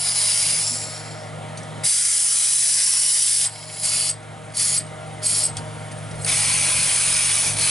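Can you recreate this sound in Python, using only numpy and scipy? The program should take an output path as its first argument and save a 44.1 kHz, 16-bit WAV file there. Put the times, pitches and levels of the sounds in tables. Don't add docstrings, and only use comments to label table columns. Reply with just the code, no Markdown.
import sys
import numpy as np
from scipy import signal
from scipy.fft import rfft, irfft
from scipy.io import wavfile
from scipy.ndimage import uniform_filter1d

SR = 44100
rng = np.random.default_rng(int(sys.argv[2]) if len(sys.argv) > 2 else 0)


def transcribe(signal):
    frames = np.atleast_2d(signal).T
    limited = np.clip(frames, -1, 1)
    pcm = np.round(limited * 32767).astype(np.int16)
    wavfile.write(sys.argv[1], SR, pcm)


N = 339570

# frequency_hz, correlation
PORT_LIKENESS = [(50, .85), (130, .9), (250, .8), (630, .92), (1600, .86), (4000, .88), (8000, .95),
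                 (11000, .98)]
# frequency_hz, lead_rad
LEFT_LEAD = [(20, .1), (110, .45), (250, .9), (400, 1.1), (1000, 1.05), (1600, .9), (2500, .6), (4000, .57),
             (6000, .3), (8000, .1), (11000, .09)]
# frequency_hz, difference_db
LEFT_TILT = [(2500, 0), (5500, 1.4), (8000, 0)]

# time_s, level_db
WIND_LEVEL = [(0, -59), (2.7, -57), (3.2, -50), (4.6, -58), (4.95, -45), (5.8, -44), (6.25, -36),
              (6.5, -36), (6.7, -37), (7, -41), (7.3, -38.5), (7.55, -39), (7.7, -39)]
# frequency_hz, density_db
WIND_SPECTRUM = [(15, -20), (30, -10), (60, -1), (100, -1), (200, -5), (300, -10), (500, -40)]

DRONE_DB = -32
FIRING_HZ, FIRING_DB, ROTOR_DB, ROAR_DB = 108.1, -3, -4, 1
# time_s, pitch_hz
ROTOR_PITCH = [(0, 155.3), (1.3, 155.4), (3.4, 155.7), (6.3, 154.7), (7.7, 154.8)]
# multiple, level_db
ROTOR_HARMONICS = [(1, 0), (2, -15.5), (3, -9), (4, -3), (5, -5), (6, -10), (7, -19), (8, -15.5), (9, -14)]
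# frequency_hz, density_db
ROAR_SPECTRUM = [(24, -63), (40, -31), (79, -17.5), (118, -8), (168, -9.5), (202, -10), (364, -18),
                 (625, -9), (933, -16.5), (1050, -20.5), (1240, -19), (2440, -25.5), (5830, -34),
                 (9550, -29.5), (11000, -33), (14300, -61), (22000, -120)]
# centre_hz, width_hz, gain_db
CASING_HUMPS = [(1380, 450, 2.5), (2080, 500, 5.5), (3380, 1100, 4)]
# time_s, gain_db
UPPER_BALANCE = [(0, -2.5), (.6, -1), (2, -1.5), (3, -2), (4.9, -1), (5.8, -3), (6.3, -5), (7.7, -5)]

# time_s, level_db
INSECT_LEVEL = [(0, -26), (2, -22), (4.2, -18), (5.2, -14), (7.7, -15)]
INSECT_HZ = 9370
CHIRP_AT_S, CHIRPS_PER_S, QUICKENING = 5.745, 16.6, .5

# start_s, level_db
RATCHET_TICKS = [(3.486, -33), (3.5588, -27.5), (3.6287, -29), (3.6995, -25), (3.7696, -27)]
# pitch_hz, level_db, t60_s
PAWL_MODES = [(2220, 0.5, 0.05), (2620, -2, 0.027), (3100, 0.5, 0.033), (3370, -3, .03)]
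# start_s, length_s, pitch_hz, level_db
DULL_BUMP = (.69, .08, 245, -30)

# start_s, level_db, t60_s
AIR_SPITS = [(1.573, -29, 0.13), (1.6294, -38, 0.08), (4.2275, -38, 0.056), (4.5, -41, 0.072),
             (4.5215, -37.5, 0.077), (4.8638, -38, 0.081), (5.5682, -20, 0.093), (5.914, -35, 0.07),
             (6.1105, -36.5, 0.07), (6.1499, -42, 0.07), (6.246, -22, .03), (6.263, -19, .03)]
# frequency_hz, density_db
SPIT_SPECTRUM = [(880, -23), (1500, -6), (3070, -10), (3370, -12), (4550, -4.5), (7690, -10.5), (8290, -4),
                 (9080, 0), (11000, -15), (14300, -53), (22000, -120)]
# start_s, level_db, pitch_hz, held_s, tail_t60_s
VALVE_SQUEAKS = [(3.42, -15, 8480, .02, .1), (3.453, -10, 8150, .022, .25), (3.835, -15, 8220, .03, .1),
                 (4.09, -15, 8120, .025, .23), (4.567, -22, 8270, .012, .1), (4.772, -16, 8150, .022, .23),
                 (5.262, -14, 8220, .02, .1), (5.292, -18, 8600, .04, .1), (5.432, -13, 8160, .035, .23),
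                 (6.19, -49, 4200, .03, .05), (6.208, -41, 8400, .03, .05), (6.212, -43, 7550, .018, .05)]

OUTLET_STARTS = [0, .64, 1.7, 2.67, 3.48, 3.81, 5.9]
# frequency_hz, density_db
JET_SPECTRA = [
    [(350, -38), (800, -19.5), (1300, -20.5), (2600, -19.5), (5000, -10.5), (8000, -23.5), (10900, -13)],
    [(350, -38.5), (800, -21.5), (1300, -11.5), (2600, -9), (5000, -5.5), (8000, -3.5), (10900, -10)],
    [(350, -41), (800, -28.5), (1300, -25.5), (2600, -24), (5000, -11), (8000, -16.5), (10900, -2)],
    [(350, -49), (800, -29), (1300, -30.5), (2600, -26), (5000, -9.5), (8000, -18.5), (10900, -15)],
    [(350, -39), (800, -14), (1300, -15), (2600, -24.5), (5000, -14), (8000, -22.5), (10900, -8.5)],
    [(350, -49), (800, -21), (1300, -17), (2600, -25), (5000, -16), (8000, -16.5), (10900, -3.5)],
    [(350, -24), (800, -16.5), (1300, -14.5), (2600, -19.5), (5000, -14), (8000, -15), (10900, -14)],
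]
# centre_hz, width_hz, gain_db
HISS_PEAKS = [
    [(2250, 650, 6.8), (2890, 280, 5.6), (4890, 460, 6.4), (5600, 260, 4.8), (6250, 250, 6.0),
     (6870, 440, 10.2), (7470, 420, 9.0), (8190, 670, 8.7), (9700, 2200, 15.3)],
    [(2080, 470, 3.6), (4290, 440, 6.9), (4950, 640, 12.2), (5590, 380, 11.5), (6890, 350, 7.7),
     (7550, 470, 12.9), (8090, 200, 7.9), (8780, 330, 6.0), (10230, 1620, 17.1)],
    [(2100, 600, 7.8), (3040, 880, 4.9), (4990, 230, 4.2), (5700, 370, 6.4), (6270, 340, 6.8),
     (6980, 370, 7.6), (7600, 520, 11.0), (8290, 700, 11.7), (9150, 610, 10.0), (9810, 670, 8.7)],
    [(2020, 1390, 8.9), (3040, 390, 6.0), (3590, 290, 3.4), (5020, 250, 4.3), (5700, 430, 6.8),
     (6290, 270, 5.6), (7030, 470, 10.0), (7620, 520, 12.4), (8290, 540, 12.2), (9030, 950, 11.6),
     (10270, 1660, 16.0)],
    [(2210, 790, 11.4), (2810, 220, 6.2), (3220, 400, 10.0), (4020, 390, 8.0), (4470, 400, 8.3),
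     (5050, 430, 11.7), (5670, 370, 6.8), (6990, 390, 12.5), (7640, 770, 13.4), (8580, 720, 11.1),
     (10140, 930, 9.8)],
    [(2330, 830, 11.0), (3000, 460, 8.3), (3400, 300, 5.7), (4690, 1470, 12.6), (5760, 230, 4.9),
     (7110, 980, 9.3), (8520, 1030, 9.0), (10340, 900, 4.3)],
    [(2410, 720, 11.9), (3030, 190, 3.2), (3450, 620, 5.1), (4310, 520, 5.2), (5080, 650, 3.9),
     (5870, 220, 2.8), (6440, 280, 5.2), (7880, 220, 1.9), (8500, 1520, 6.1), (9910, 1650, 9.4)],
]
# centre_hz, width_hz, gain_db
GROUND_DIPS = [
    [(2600, 150, -3)],
    [(6100, 200, -3)],
    [(6600, 150, -4)],
    [(6600, 160, -4), (8650, 150, -3)],
    [(9400, 250, -4)],
    [(6080, 200, -6), (4900, 130, -3), (9450, 200, -3)],
    [(6150, 150, -3)],
]
# open_s, rise_s, peak_db, sag_db_per_s, throttle_from_s, throttle_db_per_s, shut_s,
# brightness_db_per_octave
AIR_BLASTS = [(-.3, .6, -5, 19, .65, 31, 1.29, .6), (1.834, .095, 3, 1, 3.28, 51, 3.462, -0.9),
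              (3.4, .1, -28, -15, 3.717, -70, 3.845, 3.3), (3.815, .03, -8.5, 0, 4, 11, 4.1, 1.2),
              (4.536, 0.091, -6.5, 28, 4.6, 9, 4.782, 1.8), (5.216, .055, -11, 17, 5.4, 8, 5.468, 2.3),
              (5.5, .05, -47, -2, 6.15, -170, 6.27, 12), (6.248, .07, -14.5, -6, 7.05, 8, 7.8, 0.9)]
# start_s, length_s, depth_db
JET_CHOKES = [(.09, .06, 4), (4.542, .026, 5), (6.267, .006, 6), (7.522, .011, 5), (7.546, .021, 6),
              (7.574, .011, 7)]
# centre_s, half_width_s, depth_db
PRESSURE_LULL = (7.545, .08, 12)
SHUT_DB_PER_S, EMPTYING_DB, EMPTYING_DB_PER_S = 654, -25.5, 200
DULL_BELOW_DB, DULLING = -17, .4

THRESHOLD_DB, SQUEEZE, SENSING_S = -19, 0.94, .008
QUICK_RELEASE_DB, CREEP_DB_PER_S, OPENING_CUT_DB = 8.5, 3.5, 10
BAND_EDGE_HZ = 11030


def amp(db):
    return 10 ** (np.asarray(db) / 20)


def unit_rms(x):
    return x / np.sqrt(np.mean(abs(x) ** 2) + 1e-20)


def at_hz(points, hz):
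    f, value = np.transpose(points)
    return np.interp(np.log(hz + 1), np.log(f + 1), value)


def at_time(points, t):
    return np.interp(t, *np.transpose(points))


def humps(bands, hz):
    return sum(db * np.exp(-np.log(2) * (2 * (hz - centre) / width) ** 2) for centre, width, db in bands)


def drift(top_hz):
    return unit_rms(signal.lfilter(*signal.butter(2, top_hz / (SR / 2)), rng.standard_normal(N)))


def burst(start, held, t60, rise):
    out, t = np.zeros(N), np.arange(0, held + 1.5 * t60, 1 / SR)
    part = out[round(start * SR):][:len(t)]
    part += (np.clip(t / rise, 0, 1) * amp(-60 * np.maximum(t - held, 0) / t60))[:len(part)]
    return out


def grid(size):
    return np.fft.rfftfreq(size, 1 / SR), np.arange(4 * N // size + 5) * size / 4 / SR


def smoothed(field, bins, frames):
    return unit_rms(uniform_filter1d(uniform_filter1d(field, bins, axis=0), frames, axis=1))


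def port_noise(gain, patchy_db, lasting_db, likeness=1):
    size = 2 * len(gain) - 2
    hz = grid(size)[0][:, None]
    a, b, c, d, patches, ridges = rng.standard_normal(gain.shape[::-1] + (6,)).T
    patches = smoothed(patches, bins=size // 100, frames=8)
    ridges = smoothed(ridges, bins=2, frames=60)
    alike = np.clip(likeness * at_hz(PORT_LIKENESS, hz), -1, 1)
    left, unrelated = a + 1j * b, c + 1j * d
    right = (alike * left + np.sqrt(1 - alike ** 2) * unrelated) * np.exp(-1j * at_hz(LEFT_LEAD, hz))
    tilt = amp(at_hz(LEFT_TILT, hz) / 2)
    spectra = np.array([left * tilt, right / tilt]) * gain * amp(patchy_db * patches + lasting_db * ridges)
    return unit_rms(signal.istft(spectra, nperseg=size, noverlap=size - size // 4)[1][:, :N])


def ports(x):
    hz = np.fft.rfftfreq(N, 1 / SR)
    return np.array([x, irfft(rfft(x) * np.exp(-1j * at_hz(LEFT_LEAD, hz)), N)])


def wind(t):
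    hz, frame_t = grid(2048)
    colour = np.outer(amp(at_hz(WIND_SPECTRUM, hz)), np.ones_like(frame_t))
    return port_noise(colour, patchy_db=3, lasting_db=0, likeness=.85) * amp(at_time(WIND_LEVEL, t))


def engine_and_compressor(t):
    firing_phase = 2 * np.pi * np.cumsum(FIRING_HZ + 0.58 * drift(2.9)) / SR
    firing = np.sin(firing_phase) * amp(FIRING_DB + 0.79 * drift(6.8))
    lobe_phase = 2 * np.pi * np.cumsum(at_time(ROTOR_PITCH, t) + 0.12 * drift(3.1)) / SR
    harmonics = []
    for k, db in ROTOR_HARMONICS:
        waver_db = (1.08 + 0.37 * k) * drift(5.7)
        harmonics.append(amp(ROTOR_DB + db + waver_db) * np.sin(k * lobe_phase + 2 * np.pi * rng.random()))
    hz, frame_t = grid(2048)
    colour = np.outer(amp(at_hz(ROAR_SPECTRUM, hz) + humps(CASING_HUMPS, hz)), np.ones_like(frame_t))
    roar = amp(ROAR_DB) * port_noise(colour, patchy_db=1.0, lasting_db=1.5)
    low_tones = np.sqrt(2) * ports(firing + harmonics[0])
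    upper = np.sqrt(2) * ports(sum(harmonics[1:])) + roar
    return amp(DRONE_DB) * (low_tones + amp(at_time(UPPER_BALANCE, t)) * upper)


def insect(t):
    strokes = (t - CHIRP_AT_S) * (CHIRPS_PER_S + QUICKENING * (t - CHIRP_AT_S) / 2)
    wings = np.clip(np.cos(2 * np.pi * strokes), 0, 1) * amp(at_time(INSECT_LEVEL, t) + 2.5 * drift(6))
    tone = np.sin(2 * np.pi * INSECT_HZ * t + .5 * drift(60))
    return amp(DRONE_DB) * np.sqrt(2) * ports(wings * tone)


def bump(t):
    start, length, hz, db = DULL_BUMP
    progress = np.clip((t - start) / length, 0, 1)
    return ports(amp(db) * np.sin(np.pi * progress) * np.sin(2 * np.pi * hz * length * progress))


def ratchet():
    t, hits = np.arange(3000) / SR, np.zeros(N)
    for start, db in RATCHET_TICKS:
        hits[round(start * SR)] = amp(db)
    ring = sum(amp(db - 60 * t / t60) * np.sin(2 * np.pi * hz * t) for hz, db, t60 in PAWL_MODES)
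    return ports(signal.oaconvolve(hits, ring)[:N])


def air_spits():
    hz, frame_t = grid(256)
    colour = np.outer(amp(at_hz(SPIT_SPECTRUM, hz)), np.ones_like(frame_t))
    envelope = sum(amp(db) * burst(start, 0.0028, t60, rise=0.00096) for start, db, t60 in AIR_SPITS)
    return port_noise(colour, patchy_db=6.0, lasting_db=0.5) * envelope


def valve_squeaks(t):
    out = np.zeros(N)
    flutter = drift(70) + 1j * drift(70)
    for start, db, hz, held, t60 in VALVE_SQUEAKS:
        whistle = burst(start, held, t60=0.013, rise=0.0056) * (1 + 0.29 * flutter)
        tail = amp(-14) * burst(start, held, t60, rise=.004) * flutter
        out += amp(db) * ((whistle + tail) * np.exp(2j * np.pi * hz * t)).real
    return np.sqrt(2) * ports(out)


def air_flow(t):
    blasts = []
    for opens, rise, peak_db, sag, throttle_from, throttling, shuts, _ in AIR_BLASTS:
        open_t, since_shut = np.minimum(t, shuts), np.maximum(t - shuts, 0)
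        ramp = np.clip((t - opens) / rise, 0, 1) ** 0.93
        sag_db = sag * np.maximum(open_t - opens - rise, 0)
        throttle_db = throttling * np.maximum(open_t - throttle_from, 0)
        shutting = amp(-SHUT_DB_PER_S * since_shut) * (1 - amp(EMPTYING_DB))
        emptying = amp(EMPTYING_DB - EMPTYING_DB_PER_S * since_shut)
        blasts.append(ramp * amp(peak_db - sag_db - throttle_db) * (shutting + emptying))
    level_db = 10 * np.log10(np.sum(np.square(blasts), axis=0) + 1e-12)
    brightness = np.array(AIR_BLASTS)[np.argmax(blasts, axis=0), -1]
    dulled = DULLING * np.clip(level_db - DULL_BELOW_DB, -30, 0)
    centre, half_width, depth_db = PRESSURE_LULL
    lull_db = depth_db * np.exp(-((t - centre) / half_width) ** 2)
    return level_db - lull_db, brightness + dulled


def air_jet(t):
    hz, frame_t = grid(1024)
    outlets = np.array([amp(at_hz(colour, hz) + humps(peaks + dips, hz)) ** 2
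                        for colour, peaks, dips in zip(JET_SPECTRA, HISS_PEAKS, GROUND_DIPS)])
    outlets *= hz < 11500
    treble = hz > 3000
    outlets /= outlets[:, treble].sum(1, keepdims=True)
    in_use = np.searchsorted(OUTLET_STARTS, frame_t, "right") - 1
    power = uniform_filter1d(outlets[in_use], size=13, axis=0).T
    octaves = np.log2(np.maximum(hz, 1500) / 8000)[:, None]
    power = power * amp(octaves * air_flow(frame_t)[1]) ** 2
    jet = port_noise(np.sqrt(power / power[treble].sum(0)), patchy_db=1.24, lasting_db=2.2)
    choke_db = sum(db * np.clip((t - start) / length, 0, 1) ** 0.51 * (t < start + length)
                   for start, length, db in JET_CHOKES)
    flutter_db = 0.73 * drift(92.0) + 0.69 * drift(11.6)
    return jet * amp(air_flow(t)[0] + flutter_db - choke_db)


def scene():
    t = np.arange(N) / SR
    blow_off = air_jet(t) + valve_squeaks(t) + air_spits()
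    return blow_off + ratchet() + bump(t) + engine_and_compressor(t) + insect(t) + wind(t)


def record(dry):
    pole = np.exp(-1 / (SENSING_S * SR))
    power_db = 10 * np.log10(signal.lfilter([1 - pole], [1, -pole], (dry ** 2).mean(axis=0)) + 1e-12)
    excess_db = SQUEEZE * (power_db - THRESHOLD_DB)
    creep_db = CREEP_DB_PER_S * np.arange(N) / SR
    held_db = np.maximum.accumulate(excess_db - QUICK_RELEASE_DB + creep_db)
    slow_db = np.maximum(held_db, OPENING_CUT_DB) - creep_db
    cut_db = uniform_filter1d(np.maximum(np.maximum(excess_db, slow_db), 0), size=400)
    rounded = .7 * np.tanh(dry / amp(cut_db) / .7)
    lowpass = signal.firwin(767, BAND_EDGE_HZ, window=("kaiser", 9), fs=SR)
    return signal.oaconvolve(rounded, lowpass[None], "same", axes=1)


dry = scene()
out = record(dry)
transcribe(out)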